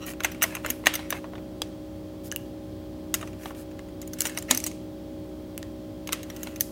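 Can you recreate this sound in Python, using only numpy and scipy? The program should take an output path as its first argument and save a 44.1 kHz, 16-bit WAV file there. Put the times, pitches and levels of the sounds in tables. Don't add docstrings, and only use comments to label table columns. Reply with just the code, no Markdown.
import sys
import numpy as np
from scipy import signal
from scipy.fft import rfft, irfft
from scipy.io import wavfile
from scipy.ndimage import uniform_filter1d

SR = 44100
rng = np.random.default_rng(int(sys.argv[2]) if len(sys.argv) > 2 else 0)


def to_wav(sig):
    pcm = np.clip(np.atleast_2d(sig), -1, 1) * 32767
    pcm = np.round(pcm).astype(np.int16)
    wavfile.write(sys.argv[1], SR, pcm.T)


N = 295911
T = np.arange(N) / SR
RING_T = T[:SR // 8]
TICK_LENGTH_S = 0.0063

# t/s, length/s, strength/dB, tilt/(dB/octave)
TRAY_CRACKS = [(0.0648, .0035, -50, 8.5), (.205, .003, -39, -3.5), (0.236, .0024, -37, 1.5),
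               (0.2465, 0.0064, -23.5, -1), (0.317, 0.0099, -45.5, 3), (0.4211, 0.0043, -28.5, -2),
               (.4275, 0.011, -24.5, 6), (0.4394, 0.0038, -27.5, -3), (0.5516, 0.0063, -34.5, 1),
               (0.5679, .0042, -44.5, -5.5), (0.6471, 0.0071, -41.5, -7), (0.6621, 0.0045, -33.5, -0.8),
               (0.6845, .014, -47.5, -4), (.7025, 0.0044, -29.5, 5.5), (0.859, 0.001254, -34.5, 1),
               (0.8689, 0.0033, -18.5, -2.5), (0.939, 0.013, -33, 2.5), (0.954, 0.0066, -32.5, 4.5),
               (.9924, 0.011, -48, -6), (1.1051, 0.00069, -33.5, 5), (1.1258, 0.0056, -37, -6),
               (1.2427, 0.0047, -61, -12.5), (1.3347, 0.002, -64.5, -13), (1.381, 0.0076, -60.5, -8.5),
               (3.141, 0.0087, -25, 2.5), (3.212, 0.0074, -45.5, -1.5), (3.2275, 0.0097, -48, -7.5),
               (3.2747, 0.0069, -50.5, -3), (3.4574, 0.0042, -48, -8.5), (3.5066, 0.0026, -58.5, -11),
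               (3.7923, 0.0013, -51, -4.5), (4.0267, 0.006, -54.5, -2), (4.076, 0.004, -53.5, 7),
               (4.134, 0.0069, -45, 4.5), (4.1896, .003, -49.5, 3), (4.2063, 0.0019, -31.5, 6.5),
               (4.219, 0.0014, -36, 5), (4.2541, 0.0089, -32, -1), (4.2697, 0.0069, -37, 2.5),
               (4.296, .005, -45, 0), (4.3746, 0.0054, -34, -1), (4.3864, 0.004, -44, 7),
               (4.4245, .0027, -46.5, 3), (4.5105, 0.0039, -19, -0.5), (4.548, 0.00276, -36, 5),
               (4.5749, 0.0019, -34.5, 6.5), (4.6023, 0.0029, -44, 4), (4.64, 0.0049, -36.5, 4.5),
               (4.6647, 0.013, -34, 3), (4.7145, 0.0015, -49.5, -2), (6.0737, 0.0051, -40.5, 1),
               (6.091, 0.0019, -42, -5), (6.124, .0037, -34.5, 1.5), (6.1297, 0.0054, -27.5, 1),
               (6.3008, 0.0053, -43.5, -0.5), (6.432, .0066, -40, 5), (6.4714, .0031, -44, -4.5),
               (6.608, 0.0022, -29.5, 8)]
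# f/Hz, t60/s, gain/dB
TRAY_RESONANCES = [(597, 0.046, -5.5), (800, 0.0048, -26.5), (1100, 0.015, -1), (1386, 0.02, -2.5),
                   (1840, 0.015, 4.5), (2200, 0.027, 0), (2830, 0.0091, 7), (2755, 0.0031, -4),
                   (3330, 0.0028, -2), (3936, 0.021, 1.5), (4280, 0.015, -10), (6330, 0.017, 13),
                   (6330, 0.012, 2), (7810, 0.0052, 14), (9800, 0.0098, 5), (11630, 0.016, 6.5),
                   (12700, 0.0089, -14), (14240, 0.0093, 15)]
# low f/Hz, high f/Hz
CRACK_BANDS = [(420, 1250), (4700, 10000), (10000, 15400)]
# start t/s, end t/s, wall f/Hz, wall boost/dB, ice boost/dB,
# tick strength/dB, tick tilt/(dB/octave)
FINGER_GRIPS = [(0, .8, 1980, 1.5, -2.5, -54, -3), (0.797, 1.357, 2380, 2, -2, -57.5, -7.5),
                (3.102, 3.901, 2040, -0.5, -0.5, -57.5, -3), (4.004, 4.446, 2130, 0, 2.5, -53.5, 4),
                (4.45, 4.754, 3200, -1, 3.5, -45.5, -3), (6.055, 6.642, 2320, -0.5, -1, -50, 2)]


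def undb(db):
    return 10 ** (np.asarray(db) / 20)


def level(x, db):
    return x * undb(db) / np.sqrt(np.mean(x ** 2))


def burst(x, db):
    return x * undb(db) / np.sqrt(np.sum(x ** 2) / (SR / 100))


def band(x, low_hz, high_hz, order=2):
    edges = np.minimum([low_hz, high_hz], SR * .47)
    return signal.sosfilt(signal.butter(order, edges, "band", fs=SR, output="sos"), x)


def add(out, s, x):
    i = max(int(s * SR), 0)
    out[i:i + len(x)] += x[:max(N - i, 0)]


def walk(rate_hz):
    k = int(SR / rate_hz)
    return uniform_filter1d(np.repeat(rng.standard_normal(N // k + 1), k), k)[:N]


def ring(hz, t60):
    return np.sin(2 * np.pi * hz * RING_T) * undb(-60 * RING_T / t60)


def refrigerator(shaft_hz=61.93, drift=0.00069, waver_db=0.93, whine_hz=3250):
    # multiple of the shaft rate, rms level/dB
    harmonics = [(1, -51.5), (3, -51), (4, -53), (5, -42.5), (6, -51), (7, -69.5), (8, -60.5), (9, -48.5),
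                 (10, -55.5), (11, -70), (13, -62), (14, -84), (17, -70)]
    # f/Hz, relative spectral level/dB
    air_spectrum = [(20, -31), (45, -7), (70, -6.5), (100, 3), (140, -5.5), (200, -5), (300, -3),
                    (430, -11.5), (560, -15), (750, -19), (1500, -28), (2500, -31.5), (4500, -31.5),
                    (6500, -37), (13000, -41), (15000, -35)]
    shaft_phase = 2 * np.pi * np.cumsum(shaft_hz * (1 + drift * walk(2.1))) / SR
    hum = np.zeros(N)
    for multiple, db in harmonics:
        partial = np.sin(multiple * shaft_phase + 2 * np.pi * rng.random())
        hum += level(partial, db) * undb(waver_db * walk(4))
    whine = band(rng.standard_normal(N), whine_hz - 70, whine_hz + 70, order=1)
    hz, db = np.transpose(air_spectrum)
    colour = undb(np.interp(np.log(np.fft.rfftfreq(N, 1 / SR) + 1), np.log(hz), db))
    air = irfft(rfft(rng.standard_normal(N)) * colour, N)
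    return hum + level(whine, db=-69) + level(air, db=-43.5)


def kitchen(early_db=-13, early_t60=0.056, late_db=-18, late_t60=0.48, damp_hz=9000):
    t = T[:int(.3 * SR)]
    noise = rng.standard_normal(len(t))
    early = noise * undb(-60 * t / early_t60) * (t > .002)
    late = band(noise, 110, damp_hz, order=1) * undb(-60 * t / late_t60) * (t > .008)
    return undb(early_db) * early / np.linalg.norm(early) + undb(late_db) * late / np.linalg.norm(late)


def body(modes, detune, contact):
    chance = rng.standard_normal((len(modes), 2))
    out = sum(np.sign(polarity) * undb(db) * ring(hz * (1 + detune * shift), t60)
              for (hz, t60, db), (shift, polarity) in zip(modes, chance))
    out[0] += contact
    return out


def slips(size, per_s, spread_db):
    trigger, polarity, force = rng.random((size, 3)).T
    return (trigger < per_s / SR) * np.sign(polarity - .5) * undb(spread_db * (2 * force - 1.5))


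def fracture(length_s, first_break=4.3):
    cascade = slips(len(RING_T), per_s=6000, spread_db=10) * np.exp(-(RING_T / length_s) ** 2)
    cascade[0] += first_break
    return cascade


def voicing(s, length, db, tilt, pivot_hz=4080, flex_db_per_doubling=1):
    # floor/dB, wall/dB, ice/dB, snap/dB
    shares = [-7.5, 1, 1, -4]
    nearest_grip = min(FINGER_GRIPS, key=lambda grip: max(grip[0] - s, s - grip[1]))
    wall_hz, wall_db, ice_db = nearest_grip[2:5]
    floor_hz, ice_hz, snap_hz = np.sqrt(np.prod(CRACK_BANDS, axis=1))
    octaves = np.log2(np.array([floor_hz, wall_hz, ice_hz, snap_hz]) / pivot_hz)
    floor_db = flex_db_per_doubling * np.log2(length / TICK_LENGTH_S)
    return wall_hz, db + tilt * octaves + shares + [floor_db, wall_db, ice_db, 0]


def strains(held_s=.3, lead_s=.011):
    rows = []
    for (last_s, *_), (s, length, db, tilt) in zip(TRAY_CRACKS, TRAY_CRACKS[1:]):
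        if s - last_s < held_s:
            _, wall_db, ice_db, _ = voicing(s, length, db, tilt)[1]
            rows.append((s - lead_s, 2 * lead_s, ice_db - 15, wall_db - 11.5))
    return rows


def rubbing():
    # t/s, length/s, hiss/dB, creak/dB (both at the swell's crest)
    rubs = [(0, 0.06, -57, -42.5), (0.052, 0.082, -39.5, -41), (0.447, 0.18, -63, -47.5),
            (0.619, 0.13, -50, -47), (0.883, 0.23, -67, -49), (1.119, 0.082, -52, -41),
            (2.232, 0.063, -45.5, -70), (3.377, .16, -49.5, -53), (3.55, 0.097, -50, -56.5),
            (4.14, 0.27, -55, -47.5), (4.228, .068, -39, -57), (4.477, 0.092, -44.5, -35.5),
            (6.248, 0.38, -55.5, -52.5)]
    out = np.zeros(N)
    for s, length, hiss_db, creak_db in rubs + strains():
        size = int(length * SR)
        hiss = band(slips(size, per_s=6000, spread_db=12), 4700, 23000, order=1)
        jerks = slips(size, per_s=900, spread_db=6)
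        ringing = signal.fftconvolve(jerks, body(TRAY_RESONANCES, detune=0.063, contact=13.3))
        creak = band(ringing[:size], 550, 2940)
        swell = np.sin(np.pi * np.arange(size) / size)
        add(out, s, (level(hiss, hiss_db) + level(creak, creak_db)) * swell)
    return out


def rim_tap(room_send_db=-1):
    # t/s, level/dB
    knock = (1.6188, -25.5)
    # f/Hz, t60/s, gain/dB
    cup_modes = [(310, 0.072, -10), (474, 0.025, 0), (610, .02, -11), (850, 0.013, 5), (1220, .012, 1.5),
                 (1660, 0.013, 3.5), (2170, 0.0058, -7), (3410, 0.017, 10.5), (3880, 0.012, 5),
                 (4870, 0.019, 2.5), (6030, 0.0072, 2.5), (7500, 0.0087, 1)]
    s, db = knock
    impact = fracture(0.0026, first_break=4.9)
    tap = burst(signal.fftconvolve(impact, body(cup_modes, detune=.005, contact=5.5)), db)
    room = np.linalg.norm(tap) * band(kitchen(), 1100, 6200, order=1)
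    out = np.zeros(N)
    add(out, s, tap)
    add(out, s, undb(room_send_db) * room)
    return out


def ice_in_coffee(room_send_db=-2):
    # t/s, tick level/dB, tick low f/Hz, tick high f/Hz, ping f/Hz, t60/s, ping peak/dB
    splits = [(2.316, -33.5, 6070, 6450, 2950, 0.017, -25.5), (2.3236, -39, 2500, 16000, 1690, 0.018, -24),
              (2.3614, -29, 11170, 17100, 2840, 0.023, -23),
              (5.5784, -35.5, 6000, 17300, 2920, 0.0029, -20.5),
              (5.6288, -42.5, 2500, 5760, 1900, 0.016, -33)]
    out = np.zeros(N)
    for s, tick_db, low_hz, high_hz, ping_hz, t60, ping_db in splits:
        tick = band(fracture(.0018, first_break=8), low_hz, high_hz, order=1)
        add(out, s, burst(tick, tick_db) + undb(ping_db) * ring(ping_hz, t60))
    return out + undb(room_send_db) * signal.fftconvolve(out, kitchen())[:N]


def tray_thumps():
    # t/s, f/Hz, t60/s, peak/dB
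    thumps = [(0.702, 257, 0.066, -30), (.870, 280, 0.085, -26), (4.509, 257, 0.25, -25.5)]
    out = np.zeros(N)
    for s, hz, t60, db in thumps:
        add(out, s, undb(db) * ring(hz, t60))
    return out


def small_ticks(per_s=8, spread_db=5.5, spread_db_per_octave=2):
    rows = []
    for start, end, *_, db, tilt in FINGER_GRIPS:
        count = int(per_s * (end - start))
        for k, (jitter, force, colour) in enumerate(rng.uniform(-1, 1, (count, 3))):
            s = start + (end - start) * (k + .5 + .5 * jitter) / count
            rows.append((s, TICK_LENGTH_S, db + spread_db * force, tilt + spread_db_per_octave * colour))
    return rows


def ice_in_tray(wall_span=1.568):
    out = np.zeros(N)
    floor, ice, snap = CRACK_BANDS
    for s, length, strength_db, tilt in TRAY_CRACKS + small_ticks():
        wall_hz, levels = voicing(s, length, strength_db, tilt)
        direct = signal.fftconvolve(fracture(length), body(TRAY_RESONANCES, detune=0.053, contact=29.2))
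        crack = kitchen() * np.linalg.norm(direct)
        crack[:len(direct)] += direct
        wall = (wall_hz / wall_span, wall_hz * wall_span)
        for edges, db in zip((floor, wall, ice, snap), levels):
            add(out, s, burst(band(crack, *edges, order=3), db))
    return out


def scene():
    return (ice_in_tray() + tray_thumps() + rubbing() + ice_in_coffee() + rim_tap() + refrigerator())[None]


def record(dry):
    top_hz = 15850
    lowpass = signal.ellip(10, .2, 70, top_hz, fs=SR, output="sos")
    return signal.sosfilt(lowpass, np.clip(dry, -1, 1))


dry = scene()
out = record(dry)
to_wav(out)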